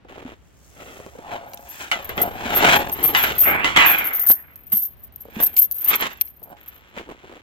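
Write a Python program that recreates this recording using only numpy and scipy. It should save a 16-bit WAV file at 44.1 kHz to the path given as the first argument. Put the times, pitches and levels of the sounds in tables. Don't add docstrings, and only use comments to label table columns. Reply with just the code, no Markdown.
import sys
import numpy as np
from scipy import signal
from scipy.fft import rfft, irfft
from scipy.io import wavfile
from scipy.ndimage import uniform_filter1d

SR = 44100
rng = np.random.default_rng(int(sys.argv[2]) if len(sys.argv) > 2 else 0)


def write(x):
    x = np.atleast_2d(x).T
    wavfile.write(sys.argv[1], SR, np.round(np.clip(x, -1, 1) * 32767).astype(np.int16))


N = 327486
TIME = np.arange(N) / SR
SNAP_S = 0.0013

# f/Hz, relative gain/dB
STEEL_COLOUR = [(1000, -11.5), (6500, 1), (9500, -10), (13600, 0.5)]
# f/Hz, relative gain/dB
RASP_COLOUR = [(300, -20), (800, -2), (1300, 3.5), (2300, 3), (3300, -1), (3900, -7.5), (4900, -15.5),
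               (7000, -14), (8500, -25)]
# f/Hz, relative gain/dB
THUD_COLOUR = [(50, -14), (140, -16), (330, -4), (950, -12), (4000, -45.5)]
# t/s, left minus right/dB
DRAG_PAN = [(3.1, 1), (3.6, -3)]


def undb(db):
    return 10 ** (np.asarray(db) / 20)


def unit(x):
    return x / np.sqrt(np.mean(x ** 2) + 1e-18)


def curves(table):
    s, *columns = np.transpose(table)
    return [np.interp(TIME, s, column) for column in columns]


def sides(pan_db):
    return np.sqrt(2 / (1 + undb(np.array([[-2], [2]]) * pan_db)))


def add(out, s, sound):
    i = max(int(s * SR), 0)
    out[:, i:i + sound.shape[1]] += sound[:, :N - i]


def colour(x, points):
    hz, db = np.transpose(points)
    size = 2048
    grid_hz = np.maximum(np.fft.rfftfreq(size, 1 / SR), 1)
    gain_db = np.interp(np.log(grid_hz), np.log(hz), db)
    cepstrum = irfft(np.log(undb(gain_db)))
    cepstrum[1:size // 2] *= 2
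    cepstrum[size // 2 + 1:] = 0
    impulse = irfft(np.exp(rfft(cepstrum)))
    return signal.fftconvolve(x, impulse[None], axes=1)[:, :x.shape[1]]


def ring(x, hz, t60):
    r = np.exp(-np.log(1000) / (t60 * SR))
    w = 2 * np.pi * hz / SR
    return signal.lfilter([1, -r * np.cos(w)], [1, -2 * r * np.cos(w), r * r], x)


def resonance(x, hz, width_hz):
    t60 = np.log(1000) / (np.pi * width_hz)
    return 2 * np.pi * width_hz / SR * ring(x, hz, t60)


def walk(rate_hz):
    k = max(int(SR / rate_hz), 1)
    held = np.repeat(rng.standard_normal(N // k + 1), k)
    return unit(uniform_filter1d(held, k)[:N])


def grains(rate_hz, spread_db, apart, lag_s=.00027):
    clicks = (rng.random((3, N)) < rate_hz / SR) * rng.choice([-1, 1], (3, N))
    sizes = undb(spread_db * np.minimum(rng.exponential(size=(3, N)), 4))
    both, left, right = clicks * sizes
    late = np.roll(both, int(lag_s * SR))
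    return unit(np.array([both + apart * left, late + apart * right]))


def swell(s, rise_s, fall_s, hold_s=0, span_db=20):
    early = np.maximum(s - TIME, 0)
    late = np.maximum(TIME - s - hold_s, 0)
    return undb(-span_db * np.minimum(early / rise_s + late / fall_s, 10))


def outdoors(level_db=-52):
    # f/Hz, relative gain/dB
    hush_colour = [(25, -23), (62, 5.5), (110, -4), (400, -15), (3000, -26.5), (12000, -57)]
    air = rng.standard_normal(N) / 2 + rng.standard_normal((2, N))
    return unit(colour(air, hush_colour)) * undb(level_db + 2 * walk(rate_hz=0.48))


def buffeting(s=2.13, rise_s=.2, fall_s=.34, hold_s=1.65, level_db=-42, hz=65):
    air = resonance(rng.standard_normal((2, N)), hz, hz)
    return unit(resonance(air, hz, 2 * hz)) * undb(level_db) * swell(s, rise_s, fall_s, hold_s)


def footsteps(give_db=2, attack_s=.027, release_s=.041):
    # t/s, hold/s, packing level/dB, crunch level/dB
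    steps = [(0.097, 0.23, -42.5, -47), (6.569, 1, -60, -52.5), (6.981, 0.0059, -31, -34.5),
             (7.097, 0.0054, -33, -45), (7.241, 0.12, -44.5, -55.5)]
    pack, crunch = sum(np.outer(undb([pack_db, crunch_db]), swell(s, attack_s, release_s, hold_s))
                       for s, hold_s, pack_db, crunch_db in steps)
    give = give_db * walk(rate_hz=46)
    low = unit(colour(grains(rate_hz=260, spread_db=3, apart=0.3), THUD_COLOUR))
    high = unit(colour(grains(rate_hz=400, spread_db=2.5, apart=1.0), RASP_COLOUR))
    return low * pack * undb(give) + high * crunch * undb(give / 2)


def sleeve(flutter_db=1.5):
    swishes = [(0.87, 0.49, 0.7, -51), (1.802, 0.28, 0.24, -43.5)]
    cloth = grains(rate_hz=7800, spread_db=8.0, apart=1.0)
    hiss = unit(colour(cloth, [(1000, -34.5), (6500, 9.0), (9000, 0.5)]))
    moves = sum(undb(db) * swell(s, rise_s, fall_s) for s, rise_s, fall_s, db in swishes)
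    return hiss * moves * undb(flutter_db * walk(rate_hz=20))


def pats(hz=430, width_hz=330, t60=0.059):
    # t/s, level/dB
    pat_times = [(0.048, -37.5), (0.159, -35), (1.001, -32), (1.064, -30.5), (1.151, -35), (1.187, -31.5),
                 (5.254, -40), (5.285, -39), (6.419, -39.5)]
    force = np.zeros((2, N))
    for s, db in pat_times:
        add(force, s, undb(db - 60 * TIME[None, :SR // 2] / t60))
    rubbing = grains(rate_hz=3500, spread_db=1.5, apart=0.46)
    dull = resonance(resonance(rubbing, hz, width_hz), hz, 2 * width_hz)
    return force * unit(dull)


def thumps(hz=235, t60=0.092):
    # t/s, peak level/dB
    bumps = [(0.252, -26), (2.456, -25), (4.734, -26), (5.367, -21)]
    out, t = np.zeros((2, N)), TIME[None, :SR // 2]
    for s, db in bumps:
        pitch_hz = hz * rng.uniform(.85, 1.15)
        add(out, s, undb(db - 60 * t / t60) * np.sin(2 * np.pi * pitch_hz * t))
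    return out


def trunk(x, delay_s=.0013, sway=.14, echo=.35):
    late = (TIME - delay_s * (1 + sway * walk(rate_hz=6))) * SR
    mirrored = np.array([np.interp(late, np.arange(N), port) for port in x])
    return (x + echo * mirrored) / np.hypot(1, echo)


def knocks(hook_width_hz=32):
    # t/s, thud level/dB, crack level/dB, t60/s
    snags = [(1.915, -44, -13.5, 0.12), (2.093, -28.5, -31, 0.23), (2.178, -21.5, -25, 0.22),
             (3.149, -38.5, -13.5, 0.41), (3.238, -27.5, -16.5, 0.061), (3.645, -23.5, -16.5, 0.36),
             (3.762, -28, -13, 0.75), (3.772, -9.5, -13.5, 0.03), (4.301, -17.5, -31, 0.066),
             (4.722, -36, -37, 0.15), (5.401, -23.5, -27.5, 0.14)]
    # f/Hz, mean gain/dB
    hook_modes = [(1378, -0.5), (2025, 7), (2930, 5.5), (3320, 3.5)]
    thuds, cracks = np.zeros((2, 2, N))
    t = TIME[None, :SR // 2]
    for s, low_db, high_db, t60 in snags:
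        decay = undb(-60 * t / t60)
        add(thuds, s, undb(low_db) * decay)
        add(cracks, s, undb(high_db) * decay * (1 + np.exp(-t / SNAP_S)))
    thuds = thuds * unit(colour(grains(rate_hz=4600, spread_db=2.5, apart=1.0), THUD_COLOUR))
    cracks = cracks * unit(colour(grains(rate_hz=6000, spread_db=2.5, apart=0.95), RASP_COLOUR))
    hook = sum(resonance(cracks * undb(db + 3 * walk(rate_hz=2)), hz, hook_width_hz)
               for hz, db in hook_modes)
    return sides(curves(DRAG_PAN)[0]) * (thuds + cracks + hook)


def post(x):
    # f/Hz, width/Hz, gain/dB
    post_modes = [(548, 14, 10), (690, 20, 8), (830, 14, 8)]
    return x + sum(undb(db) * resonance(x, hz, width_hz) for hz, width_hz, db in post_modes)


def muffle(x, q=0.77, sing_db=5.5, sing_q=6, sing_share=0.887):
    # t/s, f/Hz
    edge = [(3.36, 16400), (3.46, 2540), (3.6, 2445), (3.66, 3700), (3.811, 2760), (4.0, 2730), (4.3, 2054),
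            (5.4, 15000)]
    hz, s, spectra = signal.stft(x, SR, nperseg=512)
    times, edge_hz = np.transpose(edge)
    ratio = hz[:, None] * np.interp(s, times, 1 / edge_hz)
    sing = 1 + undb(sing_db) / (1 + (2 * sing_q * (ratio / sing_share - 1)) ** 2)
    lowpass = 1 / np.abs(1 - ratio ** 2 + 1j * ratio / q) ** 2
    return signal.istft(spectra * sing * lowpass, SR)[1][:, :N]


def dragging(rub_db=1.0, groan_db=-3, jerk_db=2.5, hollow_hz=740, hollow_t60=0.0027):
    # hardest pull t/s, rise/s, fall/s, dull rub/dB, rasp/dB, hollow share of the rub (0-1)
    strokes = [(0.86, 0.17, 0.39, -39.5, -42, 0.13), (1.333, 0.14, 0.13, -28, -37.5, 0.8),
               (1.5, 0.36, 0.36, -39.5, -55, 0.82), (1.81, 0.13, 0.15, -41, -33, 0.33),
               (1.93, 0.0077, 0.24, -29, -31, 0.65), (2.21, 0.051, 0.2, -22.5, -43.5, 0.56),
               (2.655, 0.25, 0.26, -14.5, -24, 0.48), (2.722, 0.24, 0.086, -23.5, -10, 0.9),
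               (3.03, 0.16, 0.55, -28, -30.5, 0.29), (3.239, 0.062, 0.18, -28.5, -20.5, 0.02),
               (3.48, 0.051, 0.25, -23, -15, 0.14), (3.799, 0.049, 0.17, -31, -10, 0.1),
               (3.88, 0.04, 0.33, -30.5, -18, 0.02), (5.378, 0.083, 0.2, -37.5, -35.5, 0),
               (5.944, 0.087, 0.046, -29.5, -18.5, 0.02), (6.021, 0.034, 0.12, -31.5, -22, 0.06),
               (6.53, 0.11, 0.029, -39, -64, 0.5)]
    # f/Hz, relative gain/dB
    rub_colour = [(70, -12), (160, -5.5), (380, 5.5), (740, -4), (1000, -9.5), (1600, -12.5), (4000, -30.5)]
    power = np.zeros((3, N))
    for s, rise_s, fall_s, dull_db, rasp_db, share in strokes:
        gains = undb([dull_db, dull_db, rasp_db]) * [1 - share, share, 1]
        power += np.outer(gains ** 2, swell(s, rise_s, fall_s) ** 2)
    dull_gain, hollow_gain, rasp_gain = np.sqrt(power) * undb(jerk_db * walk(rate_hz=90))
    slips = grains(rate_hz=700, spread_db=1.5, apart=0.36)
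    dull = dull_gain * unit(colour(slips, rub_colour))
    hollow = unit(ring(ring(slips, hollow_hz, hollow_t60), hollow_hz, hollow_t60))
    groan = post(hollow_gain * hollow)
    rasp = unit(colour(grains(rate_hz=1000, spread_db=1.43, apart=1.0), RASP_COLOUR))
    bark = rasp_gain * muffle(rasp)
    return sides(curves(DRAG_PAN)[0]) * (dull * undb(rub_db) + groan * undb(groan_db) + bark)


def taps(t60=0.022, low_hz=2200, high_hz=8000, count=14):
    # t/s, level/dB
    tap_times = [(1.535, -31.5), (1.574, -32.5), (2.897, -27), (5.567, -18.5), (5.581, -23), (6.212, -17),
                 (6.275, -41.5)]
    out, t = np.zeros((2, N)), TIME[:SR // 10]
    crack_gain = undb(8) / 2
    for s, db in tap_times:
        clang = np.zeros((2, len(t)))
        for place in rng.random(count):
            hz = low_hz * (high_hz / low_hz) ** (place ** 2)
            clang += np.sin(2 * np.pi * (hz * t + rng.random((2, 1)))) / np.sqrt(count)
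        noise = colour(rng.standard_normal((2, len(t))), STEEL_COLOUR)
        crack = crack_gain * np.exp(-t / SNAP_S) * noise
        add(out, s, undb(db) * (clang * undb(-60 * t / t60) + crack))
    return out


def links(hits, held_t60, free_hz=12760, free_t60=.45, free_db=-22,
          tick_db=-7, buzz_hz=13500, buzz_t60=.0025, buzz_db=4):
    # f/Hz before detuning, mean gain/dB
    link_modes = [(11290, -13), (12725, 9.5), (13150, 7), (13540, 4), (13830, 4)]
    where = np.flatnonzero(hits)

    def push():
        x = np.zeros((2, len(hits)))
        shared = .5 * rng.standard_normal(len(where))
        x[:, where] = hits[where] * (shared + rng.standard_normal((2, len(where))))
        return x

    out = undb(buzz_db) * ring(push(), buzz_hz, buzz_t60) + undb(tick_db) * push() * hits
    for hz, db in link_modes:
        detune, louder_db = rng.standard_normal(2) * [.004, 3]
        out += undb(db + louder_db) * ring(push(), hz * (1 + detune), held_t60)
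    loose = undb(free_db) * ring(push(), free_hz, free_t60)
    return unit(colour(out + loose, STEEL_COLOUR))


def clink(length_s, rate_hz=1000, spread_db=2.5, held_t60=.055, fall=.36, hard_s=.024, attack_s=.002):
    t = TIME[:SR // 2]
    fade = np.exp(-np.maximum(t / length_s - .7, 0) / fall)
    force = fade * np.minimum(t / attack_s, 1)
    sizes = undb(spread_db * np.clip(rng.standard_normal(len(t)), -2, 2))
    hits = (rng.random(len(t)) < rate_hz / SR) * sizes * force
    hits[0] = hard_s / length_s
    return links(hits, min(held_t60, 2 * length_s)) * np.sqrt(length_s / t[-1])


def chain(gain_db=-2.0, pan_db=3, sway_db=1.5, stray_rate_hz=150, stray_db=-30, follow=0.51, jostle_s=.1):
    # t/s, level before gain_db/dB, length/s
    bursts = [(1.544, -28, 0.0047), (1.686, -34.5, 0.033), (2.046, -29, 0.012), (2.092, -26, 0.0078),
              (2.215, -10.5, 0.014), (2.549, -13, 0.036), (2.755, -25, 0.04), (2.918, -19.5, 0.024),
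              (3.027, -13, 0.076), (3.168, -18.5, 0.083), (3.381, -10.5, 0.045), (3.407, -11, 0.044),
              (3.459, -17, 0.051), (3.855, -13, 0.082), (3.981, -18.5, 0.022), (4.038, -21, 0.052),
              (4.131, -18, 0.046), (4.194, -16.5, 0.047), (4.256, -10.5, 0.061), (4.287, -7, 0.041),
              (4.558, -32.5, 0.0076), (4.719, -12, 0.028), (4.747, -15.5, 0.059), (4.819, -19.5, 0.045),
              (5.036, -34, 0.015), (5.16, -30, 0.007), (5.205, -34, 0.02), (5.401, -18.5, 0.038),
              (5.426, -9, 0.023), (5.46, -12, 0.014), (5.566, -7, 0.032), (5.615, -9, 0.018),
              (5.639, -15.5, 0.016), (5.713, -17.5, 0.013), (5.742, -25.5, 0.12), (5.844, -16.5, 0.022),
              (5.877, -9.5, 0.025), (5.956, -12.5, 0.0083), (6.009, -18, 0.0069), (6.2112, -10, 0.0082),
              (6.429, -33.5, 0.014), (6.677, -31.5, 0.015)]
    out = np.zeros((2, N))
    for s, db, length_s in bursts:
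        pan = sides(pan_db + sway_db * rng.standard_normal())
        add(out, s, undb(db + gain_db) * pan * clink(length_s))
    span = int(jostle_s * SR)
    smooth_power = np.abs(uniform_filter1d(uniform_filter1d(out[0] ** 2, span), span))
    unrest = smooth_power ** (follow / 2)
    strays = (rng.random(N) < stray_rate_hz / SR) * rng.random(N)
    return out + undb(stray_db) * unrest * sides(pan_db) * links(strays, 0.047)


def scene():
    background = outdoors() + buffeting() + footsteps()
    handling = sleeve() + pats() + thumps()
    scraping = trunk(dragging() + knocks())
    return background + handling + scraping + taps() + chain()


def record(dry, top_hz=15900):
    lowpass = signal.ellip(8, .2, 60, top_hz, fs=SR, output="sos")
    return signal.sosfilt(lowpass, np.clip(dry, -1, 1))


dry = scene()
out = record(dry)
write(out)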